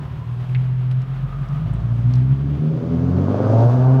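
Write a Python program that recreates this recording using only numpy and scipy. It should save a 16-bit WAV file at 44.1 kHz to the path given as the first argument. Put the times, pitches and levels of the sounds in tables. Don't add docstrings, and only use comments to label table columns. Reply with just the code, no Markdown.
import sys
import numpy as np
from scipy import signal
from scipy.fft import rfft, irfft
from scipy.io import wavfile
from scipy.ndimage import uniform_filter1d, minimum_filter1d

SR = 44100
rng = np.random.default_rng(int(sys.argv[2]) if len(sys.argv) > 2 else 0)


def transcribe(u):
    v = np.clip(np.atleast_2d(u).T, -1, 1)
    q = np.round(v * 32767).astype(np.int16)
    wavfile.write(sys.argv[1], SR, q)


N = 176400
T = np.arange(N) / SR


def amp(db):
    return 10 ** (np.asarray(db) / 20)


def unit(x):
    return x / np.sqrt(np.mean(x ** 2) + 1e-20)


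def steady(x):
    power = uniform_filter1d(uniform_filter1d(x ** 2, size=6000), size=6000)
    return x / np.sqrt(abs(power) + 1e-14)


def curve(table, column=1):
    rows = np.array(table, float)
    return np.interp(T, rows[:, 0], rows[:, column])


def read(points, hz):
    f, value = np.transpose(points)
    return np.interp(np.log(hz + 1), np.log(f + 1), value)


def add(mix, start_s, sound):
    part = mix[round(start_s * SR):][:len(sound)]
    part += sound[:len(part)]


def colour(x, eq):
    log_gain = np.log(amp(read(eq, abs(np.fft.fftfreq(8192, 1 / SR)))))
    taps = np.fft.ifft(np.exp(np.conj(signal.hilbert(log_gain)))).real[:4096]
    return signal.fftconvolve(x, taps)[:len(x)]


def band(x, hz, octaves):
    f = np.fft.rfftfreq(len(x), 1 / SR)
    return irfft(rfft(x) / (1 + (np.log2((f + 1) / hz) / octaves) ** 2), len(x))


def wander(rate_hz):
    f = np.fft.rfftfreq(N, 1 / SR)
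    return unit(irfft(rfft(rng.standard_normal(N)) * np.exp(-(f / rate_hz) ** 2), N))


# (frequency [Hz], decay by 60 dB [s])
GARAGE_DECAY = [(60,1.6),(250,2.6),(1000,3.3),(4000,1.1),(12000,0.54)]


def garage(x, wet_db):
    hz, t, noise = signal.stft(rng.standard_normal(SR), SR, nperseg=256)
    decay = amp(-60 * t / read(GARAGE_DECAY, hz)[:, None])
    tail = signal.istft(noise * decay, SR, nperseg=256)[1]
    tail[:200] = 0
    lead = SR // 3
    primed = np.r_[x[:lead][::-1], x]
    echo = signal.fftconvolve(primed, tail / np.linalg.norm(tail))[lead:lead + N]
    return x + amp(wet_db) * echo


# (time [s], firing rate [Hz])
FIRING_RATE = [(0,34.6),(.3,39.7),(.52,42.4),(.9,42.3),(1.25,44.9),(1.5,47.2),(1.75,56.6),(2,59),(2.25,64.7),(2.5,71.5),(2.76,80),(3.02,84.8),(3.24,95.2),(3.5,108.3),(3.75,125),(4,133.2)]


def firing_phase():
    return np.cumsum(curve(FIRING_RATE) * (1 + .002 * wander(rate_hz=13))) / SR


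# (time [s], level [dB])
FIRST = [(0,-53),(.3,-53),(.5,-39),(1.0,-42.5),(1.25,-32.5),(1.6,-35),(1.761,-26.5),(1.901,-32),(2.2,-30.5),(2.55,-29),(2.721,-54),(2.92,-30),(3.17,-19),(3.4,-25),(3.55,-12),(3.66,-10),(3.78,-14),(3.88,-11.5),(4,-13.5)]
SECOND = [(0,-36),(.28,-39.5),(.35,-49.5),(1.1,-51),(1.3,-41),(1.52,-46.5),(1.65,-27.5),(1.96,-20.5),(2.02,-19.5),(2.06,-11.5),(2.12,-14.5),(2.25,-12),(2.34,-15.5),(2.38,-27.5),(2.42,-16.5),(2.45,-23),(2.51,-19.5),(2.545,-24),(2.61,-18.5),(2.68,-16.5),(2.83,-32.5),(2.92,-22),(3.3,-26.5),(3.7,-26.5),(3.85,-23.5),(4,-28)]
THIRD = [(0,-36.5),(.24,-32),(.29,-25),(.42,-23.5),(.46,-34.5),(.5,-19.5),(.58,-17.5),(.78,-19),(1.0,-17),(1.07,-26),(1.12,-19),(1.169,-28.5),(1.25,-17),(1.301,-39.5),(1.36,-25.5),(1.42,-20),(1.46,-33),(1.5,-23),(1.62,-24.5),(1.8,-35.5),(2.6,-33),(3,-22.5),(3.3,-36),(4,-33.5)]
FOURTH = [(0,-34.5),(.5,-38),(1.7,-45),(2.1,-32),(2.6,-38),(3,-35),(3.5,-36.5),(4,-36.5)]
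FIFTH = [(0,-53.5),(2.4,-50),(2.65,-41),(3,-34),(3.2,-47.5),(3.42,-31.5),(3.55,-23.5),(3.65,-23.5),(3.73,-35.5),(3.85,-30.5),(4,-36)]
SUB = [(0,-78),(3.3,-56),(3.55,-41),(3.85,-40.5),(4,-41)]
# (time [s], order 1.5 level [dB], order 2.5 level [dB])
BANKS = [(0,-47,-49),(1.2,-52.5,-48),(1.65,-49.5,-33.5),(2.3,-53.5,-47),(2.6,-42,-46),(2.92,-30.5,-51),(3.12,-21,-46),(3.35,-35,-32.5),(3.55,-42,-28),(3.7,-46.5,-50.5),(4,-48,-52.5)]
# (time [s], roughness [0-1])
UNEVEN = [(0,.3),(.4,.05),(1,.05),(1.3,.2),(1.8,.35),(2.15,.15),(2.5,.3),(2.9,.5),(3.5,.6),(3.8,.4),(4,.35)]


def boom(phase, waver_db=.7):
    out = np.zeros(N)
    # (multiple of the firing rate, level [dB], roughness weight)
    tones = [(.5, curve(SUB), 1), (1, curve(FIRST), 0), (1.5, curve(BANKS), 0),
             (2, curve(SECOND), 1), (2.5, curve(BANKS, column=2), 1), (3, curve(THIRD), 1),
             (4, curve(FOURTH), 2), (5, curve(FIFTH), .6)]
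    for order, db, weight in tones:
        rough = weight * curve(UNEVEN)
        shake = (wander(rate_hz=20) + 1j * wander(rate_hz=30)) / np.sqrt(2)
        flutter = (1 + rough * shake) / np.sqrt(1 + rough ** 2)
        tone = np.sqrt(2) * (flutter * np.exp(2j * np.pi * order * phase)).imag
        out += amp(db + waver_db * wander(rate_hz=38)) * tone
    return out


CYLINDERS = [3.5,-2,1,-3,-0.9,1]


def firings(phase, jitter_s):
    at = np.flatnonzero(np.diff(np.floor(phase)))
    chance, late = rng.standard_normal((len(at), 2)).T
    at += np.round(late * jitter_s * SR).astype(int)
    return np.clip(at, 0, N - 1), np.resize(CYLINDERS, len(at)), chance


# (time [s], level [dB])
BURBLE_LEVEL = [(0,-27.5),(.3,-37),(.6,-35),(1,-35),(1.3,-33.5),(1.65,-26),(2.1,-28),(2.6,-26.5),(3.1,-26.5),(3.45,-26),(3.7,-22),(4,-35.5)]
# (frequency [Hz], gain [dB])
BURBLE_EQ = [(20,-52),(55,-16.5),(80,-8),(105,-8),(128,15),(165,-3),(210,-13),(280,-21),(500,-63),(2500,-100)]


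def burble(phase, habit=.19):
    at, accent_db, chance = firings(phase, jitter_s=.0009)
    pulses = np.zeros(N)
    pulses[at] = chance + habit * (accent_db - np.mean(CYLINDERS))
    return steady(garage(colour(pulses, BURBLE_EQ), wet_db=3)) * amp(curve(BURBLE_LEVEL))


# (time [s], low rasp [dB], high rasp [dB], hiss [dB], mid rasp [dB])
THROTTLE = [(0,-47,-53,-73,-54),(.7,-56,-66,-83.5,-56.5),(1.3,-51.5,-51.5,-76,-59.5),(1.8,-48.5,-45.5,-69,-54.5),(2.3,-50,-50.5,-72,-57.5),(2.55,-36,-51,-67,-49),(2.8,-31,-45,-61,-36),(3.15,-25.5,-37.5,-58.5,-39.5),(3.4,-26.5,-31,-54.5,-27.5),(3.62,-22,-31,-50,-27),(3.72,-31.5,-33,-53.5,-34.5),(4,-29.5,-35.5,-61.5,-32)]
# (frequency [Hz], gain [dB])
LOW_EQ = [(100,-48),(180,-16.5),(255,7),(315,-8.5),(385,-7),(490,-14),(700,-31),(1500,-71),(5000,-100)]
MID_EQ = [(150,-46.5),(300,-7),(385,0.5),(470,1),(560,-2),(660,-12.5),(900,-28.5),(3000,-80.5)]
HIGH_EQ = [(200,-56.5),(380,-13),(480,-6),(580,-4),(690,0),(800,-9.5),(1200,-8),(1550,-16),(1900,-29),(3000,-36),(6000,-63.5),(11000,-100)]
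HISS_EQ = [(700,-31.5),(1800,0.5),(3000,-0.5),(4500,1.5),(6400,-3),(7300,-11.5),(10000,-19.5),(16000,-28.5)]


def exhaust_rasp(phase):
    def ring(eq, scatter_db, jitter_s):
        at, accent_db, chance = firings(phase, jitter_s)
        pulses = np.zeros(N)
        pulses[at] = amp(accent_db + scatter_db * chance)
        return colour(pulses, eq)

    low = garage(ring(LOW_EQ, scatter_db=4, jitter_s=.0003), wet_db=1.5)
    mid = garage(ring(MID_EQ, scatter_db=2.5, jitter_s=.00008), wet_db=-1.5)
    high = garage(ring(HIGH_EQ, scatter_db=2.8, jitter_s=.00007), wet_db=0)
    puffs = rng.standard_normal(N) * np.exp(-(phase % 1) / .72)
    hiss = garage(colour(puffs, HISS_EQ), wet_db=-2.5)
    return sum(steady(layer) * amp(curve(THROTTLE, column))
               for column, layer in enumerate([low, high, hiss, mid], start=1))


# (time [s], level [dB], pitch [Hz])
SCRUB = [(0,-49.5,997),(.3,-52.5,1023),(.6,-66,1095),(.85,-64.5,1230),(1.08,-53.5,1240),(1.45,-46,1238),(1.6,-49.5,1230),(1.9,-64,1240),(4,-84.5,1240)]


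def tyre_scrub(spread_hz=82, rub_db=-4):
    angle = 2 * np.pi * np.cumsum(curve(SCRUB, column=2)) / SR
    tone = unit(wander(spread_hz) * np.sin(angle) + wander(spread_hz) * np.cos(angle))
    rub = unit(band(rng.standard_normal(N), hz=1300, octaves=.38))
    return (tone + amp(rub_db) * rub) * amp(curve(SCRUB))


# (frequency [Hz], gain [dB])
AMBIENCE_EQ = [(25,-16.5),(45,6.5),(120,4),(235,3.5),(295,-4),(370,4),(470,-7.5),(560,-7),(680,-3),(1000,-5),(1400,-7.5),(2000,-13),(3200,-16),(4500,-26.5),(6500,-35),(8000,-40),(11000,-41.5),(15500,-40.5)]


def ambience(level_db=-43):
    wash = unit(colour(rng.standard_normal(N), AMBIENCE_EQ))
    return wash * amp(level_db + 1.4 * wander(rate_hz=18))


# (time [s], level [dB])
DUST_LEVEL = [(0,-71),(.5,-63.5),(.7,-77),(1.4,-76),(1.8,-67.5),(2.3,-69.5),(2.7,-77),(3.5,-71.5),(4,-62)]


def dust(grains_per_s=700):
    hits = rng.random(N) < grains_per_s / SR
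    grain_db = 4 * np.minimum(rng.exponential(1, N), 3) + 3 * wander(rate_hz=12)
    crackle = colour(hits * amp(grain_db), eq=[(1000, -32.5), (3000, .5), (7000, -6), (16000, -17)])
    return unit(garage(crackle, wet_db=1.5)) * amp(curve(DUST_LEVEL))


# (time [s], dry peak [dB], centre [Hz], half-width [octaves], decay [s])
GRIT = [(0.495,-38.5,2200,0.45,0.0019),(.5487,-24.5,2400,.7,.0011),(0.553,-26,2150,.65,.0018),(.5604,-32,2045,.5,.005),(.911,-37.5,2700,0.87,.007),(.914,-53,9300,.3,0.0049),(1.018,-47,3488,1.1,0.0033),(1.486,-48.5,5300,.55,.003),(1.734,-51,8300,.3,0.0065),(2.137,-33.5,4200,.6,.003),(2.155,-38.5,4000,.85,.003)]


def grit(attack_share=.14):
    out, t, f = np.zeros(N), np.arange(2048) / SR, np.fft.rfftfreq(2048, 1 / SR)
    for start_s, db, hz, octaves, decay_s in GRIT:
        bell = np.exp(-(np.log2((f + 1) / hz) / octaves) ** 2)
        crunch = irfft(rfft(rng.standard_normal(len(t))) * bell)
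        snap = crunch * (1 - np.exp(-t / (attack_share * decay_s))) * np.exp(-t / decay_s)
        add(out, start_s, amp(db) * snap / abs(snap).max())
    return garage(out, wet_db=-15)


# (time [s], gain [dB])
GROWL_GAIN = [(0,-63.5),(1.7,-56),(2.05,-56),(2.5,-41),(2.85,-37.5),(3.2,-38),(3.45,-31),(3.58,-23),(3.72,-33),(3.85,-31.5),(4,-34.5)]
# (frequency [Hz], gain [dB])
GROWL_EQ = [(120,3.5),(250,5.5),(310,-1),(390,1),(500,-7.5),(580,3.5),(670,-2),(780,-5.5),(920,-6),(1050,-13.5),(1200,-12),(1400,-28.5),(1700,-21)]


def growl(phase, half_order_db=-9, open_hz=127):
    firing_hz, out = curve(FIRING_RATE), np.zeros(N)
    tilt_db = 13.5 * np.clip(1 - firing_hz / open_hz, 0, 1)
    orders = np.arange(5.5, 14, .5)
    for order in orders:
        db = read(GROWL_EQ, order * firing_hz) + half_order_db * (order % 1 > 0)
        db -= tilt_db * (order - orders[0])
        rough = order / 18
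        angle = 2 * np.pi * (order * phase + rng.random())
        flutter = wander(rate_hz=25) * np.sin(angle) + wander(rate_hz=34) * np.cos(angle)
        out += amp(db) * (np.sin(angle) + rough * flutter) / np.sqrt(1 + 2 * rough ** 2)
    return garage(out * amp(curve(GROWL_GAIN)), wet_db=-8.5)


# (time [s], dry peak [dB])
POPS = [(3.036,-21.5),(3.283,-12),(3.344,-8.5),(3.403,-5.5),(3.470,-11.5)]
# (frequency [Hz], gain [dB])
POP_EQ = [(60,-18),(300,-3),(600,0),(1100,-12),(2000,-22.5),(6000,-52)]


def pops(width_s=.0006):
    out, age = np.zeros(N), np.arange(2048) / SR / width_s
    pulse = colour(age * (2 - age) * np.exp(-age), POP_EQ)
    for start_s, db in POPS:
        add(out, start_s, -amp(db) * pulse / abs(pulse).max())
    return garage(out, wet_db=-7.5)


def scene():
    phase = firing_phase()
    engine = boom(phase) + growl(phase) + burble(phase) + exhaust_rasp(phase)
    return (engine + pops() + grit() + tyre_scrub() + ambience() + dust())[None]


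def record(dry, ceiling=.57, low_cut_hz=33, high_cut_hz=15800):
    x = signal.sosfilt(signal.butter(4, low_cut_hz, "highpass", fs=SR, output="sos"), dry)
    gain = minimum_filter1d(np.minimum(1, ceiling / (abs(x) + 1e-9)), size=801)
    limited = x * uniform_filter1d(uniform_filter1d(gain, size=401), size=401)
    high_cut = signal.firwin(511, high_cut_hz, window=("kaiser", 9), fs=SR)
    return signal.oaconvolve(limited, high_cut[None], "same")


dry = scene()
out = record(dry)
transcribe(out)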